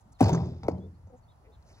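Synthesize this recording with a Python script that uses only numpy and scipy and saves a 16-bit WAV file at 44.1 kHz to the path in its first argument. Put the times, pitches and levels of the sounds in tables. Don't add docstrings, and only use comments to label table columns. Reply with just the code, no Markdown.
import sys
import numpy as np
from scipy import signal
from scipy.fft import rfft, irfft
from scipy.io import wavfile

SR = 44100
rng = np.random.default_rng(int(sys.argv[2]) if len(sys.argv) > 2 else 0)


def dump(signal):
    limited = np.clip(np.atleast_2d(signal).T, -1, 1)
    pcm = np.round(limited * 32767).astype(np.int16)
    wavfile.write(sys.argv[1], SR, pcm)


def decibels_to_gain(level_db):
    exponent = np.asarray(level_db, float) / 20
    return 10 ** exponent


N = 79380

# (frequency [Hz], density [dB per Hz])
YARD_SPECTRUM = [(30, 2), (60, 4), (110, 1), (300, -24), (900, -16), (2600, -40), (6500, -39.5),
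                 (16000, -51.5)]
# (frequency [Hz], correlation [-1..1])
YARD_LIKENESS = [(50, 0.86), (200, 0.78), (600, 0.27), (1500, 0.056), (3000, 0.11), (6000, 0.51),
                 (12000, 1)]
# (start [s], length [s], from [Hz], to [Hz], arch [Hz], level [dB])
CHIRPS = [(.135, .042, 4400, 3400, 250, -68), (.757, .028, 3130, 3130, 0, -74),
          (.798, .068, 3330, 3570, 20, -67), (.943, .027, 4200, 4600, 0, -74),
          (1.09, .02, 6500, 6900, 0, -76), (1.224, .03, 4520, 4420, -70, -72),
          (1.28, .034, 3350, 3350, 400, -64), (1.308, .024, 4150, 3600, 120, -69),
          (1.312, .016, 3300, 3400, 0, -70), (1.516, .042, 3500, 3100, 400, -67),
          (1.524, .034, 4000, 3900, 200, -69), (1.535, .028, 3900, 3500, 100, -70)]
CLUCK_HARMONICS_DB = [0.5, 4.5, -4, -36, -31]
# (start [s], length [s],
# level [dB], low edge [Hz], high edge [Hz])
BRUSHES = [(0.0, 0.03, -72, 6000, 9300), (0.118, 0.019, -64.5, 5700, 8800),
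           (0.187, 0.048, -49.5, 400, 5300), (1.09, 0.035, -65, 500, 560), (1.453, .08, -68, 400, 450),
           (1.435, 0.052, -73, 1900, 2500), (1.15, .06, -78.5, 6200, 7700), (1.622, 0.012, -72, 3500, 7000),
           (1.68, 0.06, -68, 280, 3000), (1.746, 0.077, -67, 240, 3200), (1.6, 0.2, -67.5, 230, 690),
           (1.645, .1, -69, 4200, 6800), (1.69, .16, -69, 3300, 5600), (.02, .14, -62, 150, 250),
           (.70, .2, -53, 330, 480), (1.38, .2, -67, 280, 550)]

# (time [s], boom [dB], clang [dB], rattle [dB], extra rattle treble [dB])
CONTACTS = [(0.2063, -15.5, -25.5, -33, 3.5), (0.2132, -22.5, -28, -40, 1), (.225, -14.5, -25, -34.5, -0.5),
            (.240, -21, -31.5, -41.5, -7), (0.258, -26, -23.5, -40, 0), (0.2798, -37, -30, -40.5, -11),
            (0.2907, -23.5, -31.5, -36.5, -1.5), (.298, -36.5, -35.5, -43.5, -9.5),
            (0.3175, -28, -36, -50.5, -12), (0.3295, -24.5, -28.5, -39, -4.5), (.347, -42.5, -27, -48, -5),
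            (.36, -34, -39, -53, -7), (0.376, -24, -36.5, -60.5, -10), (0.4020, -28.5, -35, -55.5, -7),
            (.43, -39.5, -40.5, -62.5, -13), (.455, -45.5, -52, -61.5, -8.5),
            (.467, -29.5, -48, -67.5, -22), (.535, -39, -50.5, -81, -10), (0.632, -35, -39.5, -54.5, -3.5),
            (0.647, -34, -41, -63, -6), (0.6633, -58, -43, -64, -6), (0.6826, -38.5, -29, -47, -2.5),
            (0.7139, -28.5, -47, -65.5, -10), (0.7823, -34.5, -62, -74, -12), (1.071, -48.5, -59, -77, -8)]
# (frequency [Hz], level [dB], t60 [s])
BOOM_MODES = [(85.5, -6.5, 0.98), (92, -2.5, 0.51), (108, -1, 0.13), (126.2, -3, 0.83), (146.5, -8, 0.52),
              (167, -7, 0.67), (188.5, 0, 0.18), (231.3, -13, 0.47), (254.5, -7.5, 0.17), (295, -20, 0.085)]
# (frequency [Hz], level [dB], t60 [s])
PANEL_MODES = [(273.7, -15, .3), (385, -19, 0.34), (468.5, -16.5, 0.38), (620, -20, 0.32),
               (788, -17.5, 0.18), (920.4, -16.5, 0.24), (1125, -25.5, 0.2), (1305, -26.5, 0.15),
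               (2242, -31, 0.13)]
# (frequency [Hz], level [dB])
SHEET_LEVEL = [(300, -10), (400, -10), (550, -13), (760, -12.5), (950, -14.5), (1300, -21.5), (1900, -30),
               (2600, -16.5)]
# (frequency [Hz], t60 [s])
SHEET_T60 = [(300, 0.65), (800, 0.28), (2600, 0.034)]
# (frequency [Hz], density [dB per Hz])
RATTLE_SPECTRUM = [(1500, 0), (2500, -3), (4000, -5), (6200, 0), (8000, -6), (10500, -11), (13000, -34),
                   (15500, -13.5)]
# (frequency [Hz], t60 [s])
RATTLE_T60 = [(1500, 0.085), (5000, 0.075), (8000, 0.047), (15000, 0.04)]
# (frequency [Hz], level [dB])
RATTLE_TAIL = [(1500, -19), (4000, -16.5), (7000, -26.5), (9000, -32)]
# (time [s], level [dB], centre [Hz], width [Hz])
KNOCKS = [(.2057, -19, 760, 240), (.2083, -21, 760, 103), (.215, -28.5, 417, 98), (.633, -44, 1300, 380),
          (.684, -30.5, 1240, 410), (.2055, -24.5, 1040, 220), (.208, -39.5, 2120, 160),
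          (.229, -22.5, 902, 250), (.33, -24.5, 280, 60), (0.2088, -16.5, 108, 17), (0.294, -23, 730, 230),
          (.292, -32, 930, 42), (0.313, -20, 167, 13.5), (0.421, -29.5, 92, 34), (.52, -38.5, 87, 7.5),
          (.643, -33, 91, 37), (.6842, -14.5, 606, 420), (.6860, -16.5, 466, 450), (.70, -34.5, 183, 15),
          (1.041, -41, 96.4, 24), (1.554, -46, 64, 12.2),
          (.6330, -47, 4900, 300), (.6325, -47, 2200, 400), (.6836, -34, 2300, 500), (.6836, -39, 5000, 900),
         (.6834, -38, 11000, 6000), (.6848, -22, 300, 110),
          (.2134, -9, 350, 800),
    (.2086, -13, 262, 50),
          (.347, -29.5, 1600, 900), (.376, -42, 1900, 304), (0.4029, -31.5, 370, 149), (.404, -36, 602, 200),
         (.467, -37.5, 332, 119), (.521, -43.5, 507, 150), (.535, -47, 630, 298), (0.563, -50.5, 454, 150),
         (0.693, -28, 486, 202), (.783, -64.5, 4080, 300), (0.84, -46, 440, 150), (1.072, -53, 553, 242),
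         (1.49, -60, 199, 200), (1.625, -67, 4400, 397), (1.702, -72, 4560, 400)]

# (delay [s], level [dB])
ECHOES = [(.001, -9.5), (0.019, -21.5), (.047, -11.5), (.083, -18), (.13, -28)]
# (frequency [Hz], left lead [rad])
PORT_PHASE = [(500, 0.7953), (1100, 0.81), (2400, 2.04), (4200, 4.5), (6500, 5), (8700, 3), (11000, 0.2),
              (16000, -6)]


def at_hz(points, hz):
    table = np.array(points)
    return np.interp(np.log(hz), np.log(table[:, 0]), table[:, 1])


def rms_one(x):
    return x / np.sqrt(np.mean(x ** 2) + 1e-20)


def clicks(time_s, gain):
    out = np.zeros(N) + 1e-18
    np.add.at(out, (np.asarray(time_s) * SR).astype(int), gain)
    return out


def ring(x, hz, t60_s):
    radius = decibels_to_gain(-60 / (t60_s * SR))
    w = 2 * np.pi * hz / SR
    return signal.lfilter([0, np.sin(w)], [1, -2 * radius * np.cos(w), radius * radius], x)


def power_decay(x, t60_s):
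    return signal.lfilter([1], [1, -decibels_to_gain(-120 / (t60_s * SR))], x)


def band(x, low_hz, high_hz):
    return signal.sosfilt(signal.butter(2, [low_hz, high_hz], "band", fs=SR, output="sos"), x)


def colour(x, spectrum):
    hz = np.arange(N // 2 + 1) * SR / N
    return irfft(rfft(x) * decibels_to_gain(at_hz(spectrum, hz + 1)), N)


def swell(start_s, length_s):
    u = np.clip((np.arange(N) / SR - start_s) / length_s, 0, 1)
    return u, np.sin(np.pi * u)


def yard(patchy_db):
    white = rng.standard_normal((2, 2, N))
    edges_hz = 22 * 2 ** np.arange(0, 10, .5)
    edges_hz[-1] = 16500
    out = 0
    for k, (low_hz, high_hz) in enumerate(zip(edges_hz, edges_hz[1:])):
        mid, side = band(white[k % 2], low_hz, high_hz)
        hz = np.sqrt(low_hz * high_hz)
        alike = np.clip(at_hz(YARD_LIKENESS, hz), -.99, .99)
        waver = np.interp(np.arange(N), np.linspace(0, N, 10), rng.standard_normal(10))
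        pair = np.sqrt(1 + alike) * mid + np.sqrt(1 - alike) * side * [[1], [-1]]
        out = out + decibels_to_gain(at_hz(YARD_SPECTRUM, hz) + patchy_db * waver) * pair
    return decibels_to_gain(-56) * rms_one(out)


def birds():
    out = 0
    for start_s, length_s, from_hz, to_hz, arch_hz, db in CHIRPS:
        u, env = swell(start_s, length_s)
        hz = from_hz + (to_hz - from_hz) * u + arch_hz * env
        out = out + decibels_to_gain(db) * np.sqrt(env) * np.sin(2 * np.pi * np.cumsum(hz) / SR)
    out = out * (1 + .2 * rms_one(band(rng.standard_normal(N), 60, 300)))
    return out + .25 * np.roll(out, 450) + .15 * np.roll(out, 1100)


def hen():
    u, env = swell(start_s=1.116, length_s=0.056)
    jitter_hz = 9 * rms_one(band(rng.standard_normal(N), 28, 180))
    pitch_hz = 262 - 15 * env + jitter_hz
    phase = 2 * np.pi * np.cumsum(pitch_hz) / SR
    voice = sum(decibels_to_gain(db) * np.cos((k + 1) * phase) for k, db in enumerate(CLUCK_HARMONICS_DB))
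    return decibels_to_gain(-54.5) * env ** 1.24 * voice


def boots():
    grains = rng.standard_normal(N) * decibels_to_gain(2.5 * np.minimum(rng.exponential(1, N), 4))
    out = 0
    for start_s, length_s, db, low_hz, high_hz in BRUSHES:
        _, env = swell(start_s, length_s)
        out = out + decibels_to_gain(db) * env * rms_one(band(grains, low_hz, high_hz))
    return out


def shudder():
    time_s, boom_db, *_ = np.transpose(CONTACTS)
    level = np.sqrt(power_decay(clicks(time_s, decibels_to_gain(2 * boom_db)), t60_s=0.73))
    noise = rng.standard_normal(N)
    rumble = sum(decibels_to_gain(db) * ring(noise, hz, 0.19) for hz, db, _ in BOOM_MODES)
    return decibels_to_gain(-12) * level * rms_one(band(rumble, 65, 300))


def knocks():
    out = 0
    for time_s, db, hz, width_hz in KNOCKS:
        pulse = ring(clicks([time_s], 1), hz, 2.32 / width_hz)
        pulse = ring(pulse, hz, 1.35 / width_hz)
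        pulse = signal.lfilter(*signal.butter(2, hz / 3, "high", fs=SR), pulse)
        out = out + decibels_to_gain(db) * pulse / np.abs(pulse).max()
    return out


def rattle():
    grains_per_s, ring_hz, ring_db, colour_spread_db = 4400, (4623, 5900, 6420), -9, 3
    time_s, _, _, rattle_db, top_db = np.transpose(CONTACTS)
    grains = (rng.random(N) < grains_per_s / SR) * rng.standard_normal(N)
    grains = grains + 0.13 * rng.standard_normal(N)
    rings = rms_one(sum(hz ** 2 * ring(grains, hz, .05) for hz in ring_hz))
    grit = rms_one(colour(grains, [(600, -8.5)] + RATTLE_SPECTRUM)) + decibels_to_gain(ring_db) * rings

    edges_hz = np.geomspace(1000, 17000, 11)
    luck = rng.standard_normal((len(time_s), 10))
    out = 0
    for k, (low_hz, high_hz) in enumerate(zip(edges_hz, edges_hz[1:])):
        hz = np.sqrt(low_hz * high_hz)
        db = rattle_db + 5.0 + top_db * (low_hz > 7000) + colour_spread_db * luck[:, k]
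        power = decibels_to_gain(2 * db)
        fast = power_decay(clicks(time_s, power), at_hz(RATTLE_T60, hz))
        slow = power_decay(clicks(time_s, power * np.sqrt(power / power.max())), t60_s=0.86)
        total = fast + decibels_to_gain(2 * at_hz(RATTLE_TAIL, hz)) * slow
        env = np.sqrt(signal.lfilter([.02], [1, -.98], total))
        out = out + env * band(grit, low_hz, high_hz)
    return out


def struck(modes, contact_db, spread_db, soft_hz):
    time_s = np.array(CONTACTS)[:, 0]
    luck = rng.standard_normal((len(CONTACTS), len(modes), 2))
    out = 0
    for k, (hz, mode_db, t60_s) in enumerate(modes):
        gain = decibels_to_gain(contact_db + mode_db + spread_db * luck[:, k, 0]) * np.sign(luck[:, k, 1])
        out = out + ring(clicks(time_s, gain), hz, t60_s)
    return signal.lfilter(*signal.butter(2, soft_hz, fs=SR), out)


def tub():
    _, boom_db, clang_db, _, _ = np.transpose(CONTACTS)
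    hz = np.geomspace(300, 2600, 90) * np.exp(.01 * rng.standard_normal(90))
    t60_s = at_hz(SHEET_T60, hz) * np.exp(0.088 * rng.standard_normal(90))
    sheet = list(zip(hz, at_hz(SHEET_LEVEL, hz) - 13.5, t60_s)) + PANEL_MODES
    boom = band(struck(BOOM_MODES, boom_db - 9.5, spread_db=3.0, soft_hz=385), 70, 704.4)
    clang = struck(sheet, clang_db, spread_db=3.5, soft_hz=4990)
    return boom + clang


def echoes(x):
    source = band(x, 280, 9000)
    env = sum(decibels_to_gain(db - 36.5) * swell(delay_s, 0.039)[1] for delay_s, db in ECHOES)[:SR // 4]
    out = np.zeros((2, N))
    for side in range(2):
        out[side] = signal.fftconvolve(source, env * rng.standard_normal(SR // 4))[:N]
    return out


def ports(x, bump):
    bump_hz, bump_width_hz, right_treble_db = 761, 277, 0.5
    hz = np.arange(N // 2 + 1) * SR / N
    phase_hz, lead_rad = np.transpose([(0, 0)] + PORT_PHASE)
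    turn = np.exp(.5j * np.interp(hz, phase_hz, lead_rad))
    detune = (hz ** 2 - bump_hz ** 2) / (hz + 1) / bump_width_hz
    left = np.abs(1 + bump / (1 + 1j * detune))
    right = decibels_to_gain(right_treble_db * hz / (hz + 900))
    return irfft(rfft(x) * np.array([left * turn, right / turn]), N)


def scene():
    barrow = band(tub() + shudder() + rattle() + knocks(), 62, 18000)
    near = ports(barrow + boots(), bump=1.33) + decibels_to_gain(-7.5) * echoes(barrow)
    scatter = decibels_to_gain(-9.5) * np.array([rattle(), rattle()])
    song = decibels_to_gain(-5.5) * birds()
    song_pair = np.array([song, np.roll(song, 2)])
    far = ports(hen() + yard(patchy_db=1.5), bump=0.47)
    return near + scatter + song_pair + far


def top_cut(x):
    return signal.sosfilt(signal.butter(12, 16810, fs=SR, output="sos"), x)


def record(dry):
    x = signal.sosfilt(signal.butter(3, 48, "high", fs=SR, output="sos"), dry)
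    mix = signal.sosfilt(signal.cheby2(10, 50, 16900, fs=SR, output="sos"), x)
    return top_cut(mix)


dry = scene()
out = record(dry)
dump(out)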